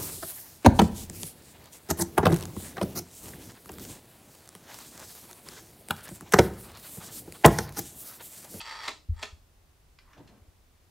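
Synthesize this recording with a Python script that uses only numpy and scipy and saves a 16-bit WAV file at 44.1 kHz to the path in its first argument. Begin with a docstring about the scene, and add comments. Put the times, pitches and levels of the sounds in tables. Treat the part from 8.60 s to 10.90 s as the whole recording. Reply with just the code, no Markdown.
"""A small room, where the spring-driven curtain shutter of a large-format camera runs twice.
Each run is a whirr: random tooth ticks and scrape noise through case resonances.
It ends in a clack against the stop: filtered noise bursts over a ringing frame. A catch pings at the first release.
Dull low thuds fall between the runs and, fainter, later on.
Then come light taps of handling, made of band-shaped noise, and a shuffle of clothing, over quiet room noise."""
import sys
import numpy as np
from scipy import signal
from scipy.fft import rfft, irfft
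from scipy.io import wavfile

SR = 44100
rng = np.random.default_rng(int(sys.argv[2]) if len(sys.argv) > 2 else 0)


def wav_out(sig):
    """Save sig, one row per channel (or a flat mono array), as 16-bit PCM at SR to the path in sys.argv[1]."""
    wavfile.write(sys.argv[1], SR, np.round(np.clip(np.atleast_2d(sig).T, -1, 1) * 32767).astype(np.int16))


N = 101429

# Room noise spectrum. Each row: frequency in Hz, relative density in dB per Hz.
AIR_SPECTRUM = [(10, -32), (25, -3), (50, -2), (90, -5), (115, -15.5), (150, -12.5), (195, -21), (240, -18),
                (450, -22), (800, -24), (1600, -28.5), (3500, -31), (8000, -34), (15500, -34)]
# Stereo likeness of the room noise. Each row: frequency in Hz, left-right correlation.
AIR_LIKENESS = [(60, 0.94), (180, 0.69), (550, 0.52), (1650, 0.25), (4970, 0.43), (15000, -0.32)]
AIR_RMS_DB = -61.5

# Decay of the room. Each row: frequency in Hz, T60 in s.
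ROOM_T60 = [(150, 0.43), (500, 0.29), (1500, 0.23), (4000, 0.29), (8000, 0.33), (14000, 0.18)]
# Left-right correlation set for the tail, wider in the top treble. Each row: frequency in Hz, correlation.
TAIL_LIKENESS = [(100, .5), (500, 0.79), (2000, 0.57), (5000, 0.93), (9000, 0.45), (15000, .2)]
ROOM_ONSET_S = 0.005
WHIRR_ROOM_DB, CLACK_ROOM_DB, HAND_ROOM_DB = -1.5, -5.5, -3.5

# Shuffle of clothing. Each row: time in s, low brush level in dB, upper rustle level in dB.
SHUFFLE = [(1.42, -81, -75), (1.52, -79, -64.5), (1.565, -64, -66.5), (1.578, -52.5, -63.5),
           (1.604, -52, -70), (1.629, -62.5, -76.5), (1.72, -60.5, -71.5), (1.78, -68, -73.5),
           (1.899, -74, -91)]
# Low brush spectrum. Each row: frequency in Hz, relative density in dB per Hz.
BRUSH_SPECTRUM = [(40, -26), (110, 5), (300, 1), (620, -5.5), (900, -7), (2000, -39), (8000, -58)]
# Upper rustle spectrum. Each row: frequency in Hz, relative density in dB per Hz.
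RUSTLE_SPECTRUM = [(300, -21), (700, -19), (1050, -0.5), (1800, -8), (3000, -18), (8000, -36)]
# Taps and knocks of handling. Each row: start in s, level in dB, centre in Hz, width in octaves, T60 in s.
TAPS = [(1.3869, -29, 2000, 0.2, 0.018), (1.3871, -35, 1170, 0.31, 0.018), (1.3869, -31, 4070, 0.33, .02),
        (1.490, -33.5, 1150, 0.22, 0.032), (1.531, -27.5, 1220, 0.42, 0.016),
        (1.5318, -42, 5500, 0.17, 0.055), (1.532, -35, 2300, 0.38, 0.038), (1.573, -30.5, 650, 0.33, 0.098),
        (1.576, -36, 3000, 0.59, .1), (1.674, -33.5, 2680, 0.87, 0.13)]

# Dull bumps through the stand. Each row: start in s, level in dB.
BUMPS = [(0.488, -20), (0.511, -25.5), (0.7206, -40.5), (1.811, -49), (1.875, -53)]
# After-swing of the stand. Each row: frequency in Hz, level re bump in dB, T60 in s.
STAND_MODES = [(45, -12, 0.3), (82, -26, 0.27)]
THUD_HZ, THUD_PEAK_S, THUD_SHARPNESS = 71.4, 0.013, 2.84
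STAND_RISE_S, KNOCK_HZ, KNOCK_DB, KNOCK_T60_S = 0.038, 151, -12, 0.03

# Release catch modes. Each row: frequency in Hz, level re CATCH_DB in dB, T60 in s.
CATCH_MODES = [(2576, 1.5, 0.049), (2960, -4, 0.063), (3177, 3.5, 0.036)]
CATCH_S, CATCH_DB = 0.002, -38
# Curtain coming to rest. Each row: start in s, frame ring level in dB.
STOPS = [(.2812, -42), (.6288, -42.5)]
# Frame modes. Each row: frequency in Hz, dB re ring level at the first stop, same at the second, T60 in s.
FRAME_MODES = [(416, -5.5, -1.5, 0.13), (630.6, -2, -1.5, 0.2), (798, 1.5, -23, 0.14), (910, -1, -21, 0.14),
               (1008, 3, -10, 0.069), (1234, -15, -8.5, 0.24), (1320, 9, -7, 0.058), (1794, 4.5, 8, 0.068),
               (2090, 10, -6, 0.061), (2445, 1, -2, 0.066), (2733, -19, -12, 0.051), (3260, -9, 4.5, 0.059),
               (3545, 0, -1, 0.079), (5300, -6, -8, 0.17)]

# Gear train in the first run. Each row: time in s, level in dB before WHIRR_DB, treble re level in dB.
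FIRST_RUN = [(0.0, -43.5, -3.5), (0.016, -53.5, 8.5), (0.032, -49.5, -18), (0.054, -45.5, -2.5),
             (0.166, -43.5, -5.5), (0.18, -48.5, -2), (0.194, -42.5, -6.5), (0.272, -43.5, 0)]
# Gear train in the second run. Each row: time in s, level in dB before WHIRR_DB, treble re level in dB.
SECOND_RUN = [(.54, -68, -8), (.565, -64.5, -1.5), (.588, -57, -2), (.605, -50, -5.5), (.623, -46.5, -3)]
# Whirr spectrum beneath the resonances. Each row: frequency in Hz, relative density in dB per Hz.
WHIRR_SPECTRUM = [(60, -62), (150, -37), (350, -16.5), (650, -10.5), (850, -4), (1100, -4), (1500, -11),
                  (2000, -5.5), (2900, -12.5), (5000, -14), (6600, -22.5), (8700, -26), (10500, -35),
                  (15500, -39)]
# Case resonances. Each row: centre in Hz, width in Hz, level in dB before CASE_DB.
CASE_MODES = [(898, 62, -2.5), (1265, 70, -0.5), (1540, 27, -12), (1853, 146, -3.5), (2340, 58, -16),
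              (3330, 130, -9), (4000, 38, -8), (4250, 43, -21), (4565, 85, -5), (4850, 27, -11),
              (5500, 110, -12)]
# Thin singing of the spring roller. Each row: centre in Hz, width in Hz, level in dB before the run's gain.
ROLLER_MODES = [(7330, 200, 2.5), (8200, 390, -1.5)]
TEETH_PER_S, TOOTH_SCATTER_DB, SCRAPE_GAIN = 600, 4, 0.31
CASE_DB, WHIRR_DB, RUN_OUT_S = 3, -2.5, 0.014

# Release snaps, stop blows and rebounds.
# Each row: start in s, level in dB, brightness tilt in dB per octave (above the pivot), bass shelf in dB.
BLOWS = [(.0030, -25, -3, -17), (0.0136, -20.5, 0, -10), (0.2741, -19, -8, -15), (.2790, -10.5, 1, -14),
         (.2810, -7.5, -2, -11), (.2835, -13.5, 0, 6), (0.2883, -14.5, 4, 7.5), (.2925, -16, -1, 9),
         (.3055, -23.5, 3, 9), (0.315, -25, 0, 11), (.6268, -13.5, 1, -9.5), (0.6291, -11, -0.3, -9),
         (.6322, -13.5, -.5, -3.5), (0.6341, -16, 0, 3), (0.6403, -19.5, 0.2, -0.5), (.655, -26.5, 7, 0)]
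# Clack spectrum before tilt and bass. Each row: frequency in Hz, relative density in dB per Hz.
CLACK_SPECTRUM = [(40, -71), (120, -26.5), (250, -5), (450, -5), (900, 2), (1600, -1), (2200, -0.5),
                  (3000, -4.5), (4000, -1.5), (5500, -8.5), (7000, -10.5), (10000, -23.5), (15500, -31)]
BLOW_T60_S, CONTACT_RISE_S, BASS_HZ = 0.017, 0.00074, 597

EDGE_HZ = 15720


def amp(db):
    """Decibels to gain."""
    return 10 ** (np.asarray(db) / 20)


def unit(x):
    """Scales to an rms of one."""
    return x / np.sqrt(np.mean(x ** 2) + 1e-20)


def read(points, hz):
    """Interpolates a table on a log-frequency axis."""
    f, value = np.transpose(points)
    return np.interp(np.log(hz + 1), np.log(f + 1), value)


def add(mix, start_s, sound):
    """Mixes a sound in at a time."""
    part = mix[max(round(start_s * SR), 0):][:len(sound)]
    part += sound[:len(part)]


def colour(x, db_at, size=4096):
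    """Minimum-phase filter of unit energy, shaped like db_at(Hz)."""
    hz = abs(np.fft.fftfreq(size, 1 / SR))
    log_gain = np.log(amp(np.maximum(db_at(hz), -100)))
    min_phase = np.exp(np.conj(signal.hilbert(log_gain)))
    taps = np.fft.ifft(min_phase).real
    return signal.fftconvolve(x, taps / np.linalg.norm(taps))[:len(x)]


def ring(modes, rise_s):
    """Dying sines of a struck object, building up exponentially over the contact."""
    t = np.arange(SR // 2) / SR
    sines = sum(amp(db - 60 * t / t60) * np.sin(2 * np.pi * hz * t) for hz, db, t60 in modes)
    return (1 - np.exp(-t / rise_s)) * sines


def burst(t60_s):
    """A short rattling contact: decaying noise of unit energy."""
    t = np.arange(SR // 2) / SR
    x = rng.standard_normal(len(t)) * amp(-60 * t / t60_s) * (1 - np.exp(-t / CONTACT_RISE_S))
    return x / np.linalg.norm(x)


def grains(per_s, scatter_db):
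    """Random ticks of uneven size and either sign, at unit rms."""
    ticks = rng.random(N) < per_s / SR
    sign = rng.choice([-1, 1], N)
    size_db = scatter_db * np.clip(rng.standard_normal(N), -2, 2)
    return unit(ticks * sign * amp(size_db))


def pair(a, b, likeness):
    """Two channels of a given likeness from two unrelated signals."""
    likeness = np.clip(likeness, -1, 1)
    mid = a * np.sqrt((1 + likeness) / 2)
    side = b * np.sqrt((1 - likeness) / 2)
    return np.array([mid + side, mid - side])


def in_room(x, wet_db):
    """Direct sound plus a diffuse stereo tail, each band dying at its own speed."""
    hz, t, noise = signal.stft(rng.standard_normal((2, SR // 2)), SR, nperseg=256)
    noise = pair(*noise, read(TAIL_LIKENESS, hz)[:, None])
    decay = amp(-60 * t / read(ROOM_T60, hz)[:, None])
    tail = signal.istft(noise * decay, SR, nperseg=256)[1]
    tail = tail * np.minimum(np.arange(tail.shape[1]) / SR / ROOM_ONSET_S, 1) ** 2
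    tail = tail / np.linalg.norm(tail[0])
    return x + amp(wet_db) * signal.fftconvolve(x[None], tail, axes=1)[:, :N]


def air():
    """Steady room rumble and faint hiss: shaped stereo noise."""
    hz = np.fft.rfftfreq(N, 1 / SR)
    noise = pair(*rfft(rng.standard_normal((2, N))), read(AIR_LIKENESS, hz))
    x = irfft(noise * amp(read(AIR_SPECTRUM, hz)), N)
    return amp(AIR_RMS_DB) * x / np.std(x.mean(0))


def clothing():
    """Rubbing cloth: dense grains in a low brush and an upper rustle."""
    out, t = np.zeros(N), np.arange(N) / SR
    s, brush_db, rustle_db = np.transpose(SHUFFLE)
    for db, spectrum in (brush_db, BRUSH_SPECTRUM), (rustle_db, RUSTLE_SPECTRUM):
        level = amp(np.interp(t, s, db, left=-120, right=-120))
        out += level * colour(grains(per_s=1600, scatter_db=1.5), lambda hz: read(spectrum, hz))
    return out


def handling_taps():
    """Light taps and knocks of handling: noise bursts, each in its own band."""
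    out = np.zeros(N)
    for s, db, centre_hz, octaves, t60_s in TAPS:
        def tone(hz):
            offset = np.log2((hz + 1) / centre_hz) / octaves
            band_db = -10 * np.log10(1 + offset ** 4)
            return band_db - 12 * np.maximum(np.log2((hz + 1) / 7000), 0)
        add(out, s, amp(db) * colour(burst(t60_s), tone))
    return out


def bumps():
    """Each soft push is a short low thud and knock, after which the stand swings on."""
    out, t = np.zeros(N), np.arange(SR // 2) / SR
    u = t / THUD_PEAK_S
    thud = -(u * np.exp(1 - u)) ** THUD_SHARPNESS * np.sin(2 * np.pi * THUD_HZ * t)
    swing = ring(STAND_MODES, STAND_RISE_S)
    knock = ring([(KNOCK_HZ, KNOCK_DB, KNOCK_T60_S)], rise_s=0.0016)
    for s, db in BUMPS:
        add(out, s, amp(db) * (thud + swing - knock))
    return out


def catch_ping():
    """The release catch lets go and its modes die away."""
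    out = np.zeros(N)
    add(out, CATCH_S, amp(CATCH_DB) * ring(CATCH_MODES, rise_s=0.001))
    return out


def frame_ring():
    """Each stop excites the same frame modes in different proportion."""
    out = np.zeros(N)
    for k, (s, db) in enumerate(STOPS):
        modes = [(hz, levels[k], t60) for hz, *levels, t60 in FRAME_MODES]
        add(out, s, amp(db) * ring(modes, rise_s=0.0018))
    return out


def whirr(run, roller_db, split_hz=2500):
    """Gear teeth and the sliding curtain excite the resonances of the case and the roller."""
    s, db, treble_db = np.transpose(run)
    t = np.arange(N) / SR
    drive = grains(TEETH_PER_S, TOOTH_SCATTER_DB) + SCRAPE_GAIN * rng.standard_normal(N)

    def case_db(hz):
        power = amp(read(WHIRR_SPECTRUM, hz)) ** 2
        for modes, gain_db in (CASE_MODES, CASE_DB), (ROLLER_MODES, roller_db):
            for f, width, level_db in modes:
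                detune = (hz ** 2 - f ** 2) / (width * (hz + 1))
                power = power + amp(level_db + gain_db) ** 2 / (1 + detune ** 2)
        return 10 * np.log10(power)

    x = colour(drive, case_db)
    low = signal.sosfiltfilt(signal.butter(3, split_hz, fs=SR, output="sos"), x)
    treble = amp(np.interp(t, s, treble_db)) * unit(x - low)
    gate = np.interp(t, [s[0] - RUN_OUT_S, s[0], s[-1], s[-1] + RUN_OUT_S], [0, 1, 1, 0])
    return gate * amp(WHIRR_DB + np.interp(t, s, db)) * (unit(low) + treble)


def clacks(pivot_hz=2000):
    """The release snaps; the curtain hits its stop and rebounds, each blow a tilted noise burst."""
    out = np.zeros(N)
    for s, db, tilt_db, bass_db in BLOWS:
        def tone(hz):
            tilt = tilt_db * np.log2(1 + hz / pivot_hz)
            bass = bass_db / (1 + (hz / BASS_HZ) ** 2)
            return read(CLACK_SPECTRUM, hz) + tilt + bass
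        add(out, s, amp(db) * colour(burst(BLOW_T60_S), tone))
    return out


def scene():
    """Shutter, handling and clothing in the room."""
    out = air()
    out = out + in_room(clothing() + handling_taps(), HAND_ROOM_DB)
    out = out + in_room(bumps(), wet_db=-16.5) * amp([[0.4], [-0.4]])  # slightly left
    out = out + in_room(catch_ping() + frame_ring(), wet_db=-10)
    runs = whirr(FIRST_RUN, roller_db=-19.5) + whirr(SECOND_RUN, roller_db=-9.5)
    out = out + in_room(runs, WHIRR_ROOM_DB)
    return out + in_room(clacks(), CLACK_ROOM_DB)


def record(dry):
    """The band limit of the recorder: a steep linear-phase low-pass."""
    taps = signal.firwin(511, EDGE_HZ, window=("kaiser", 9), fs=SR)
    return signal.oaconvolve(dry, taps[None], "same", axes=1)


dry = scene()
out = record(dry)
wav_out(out)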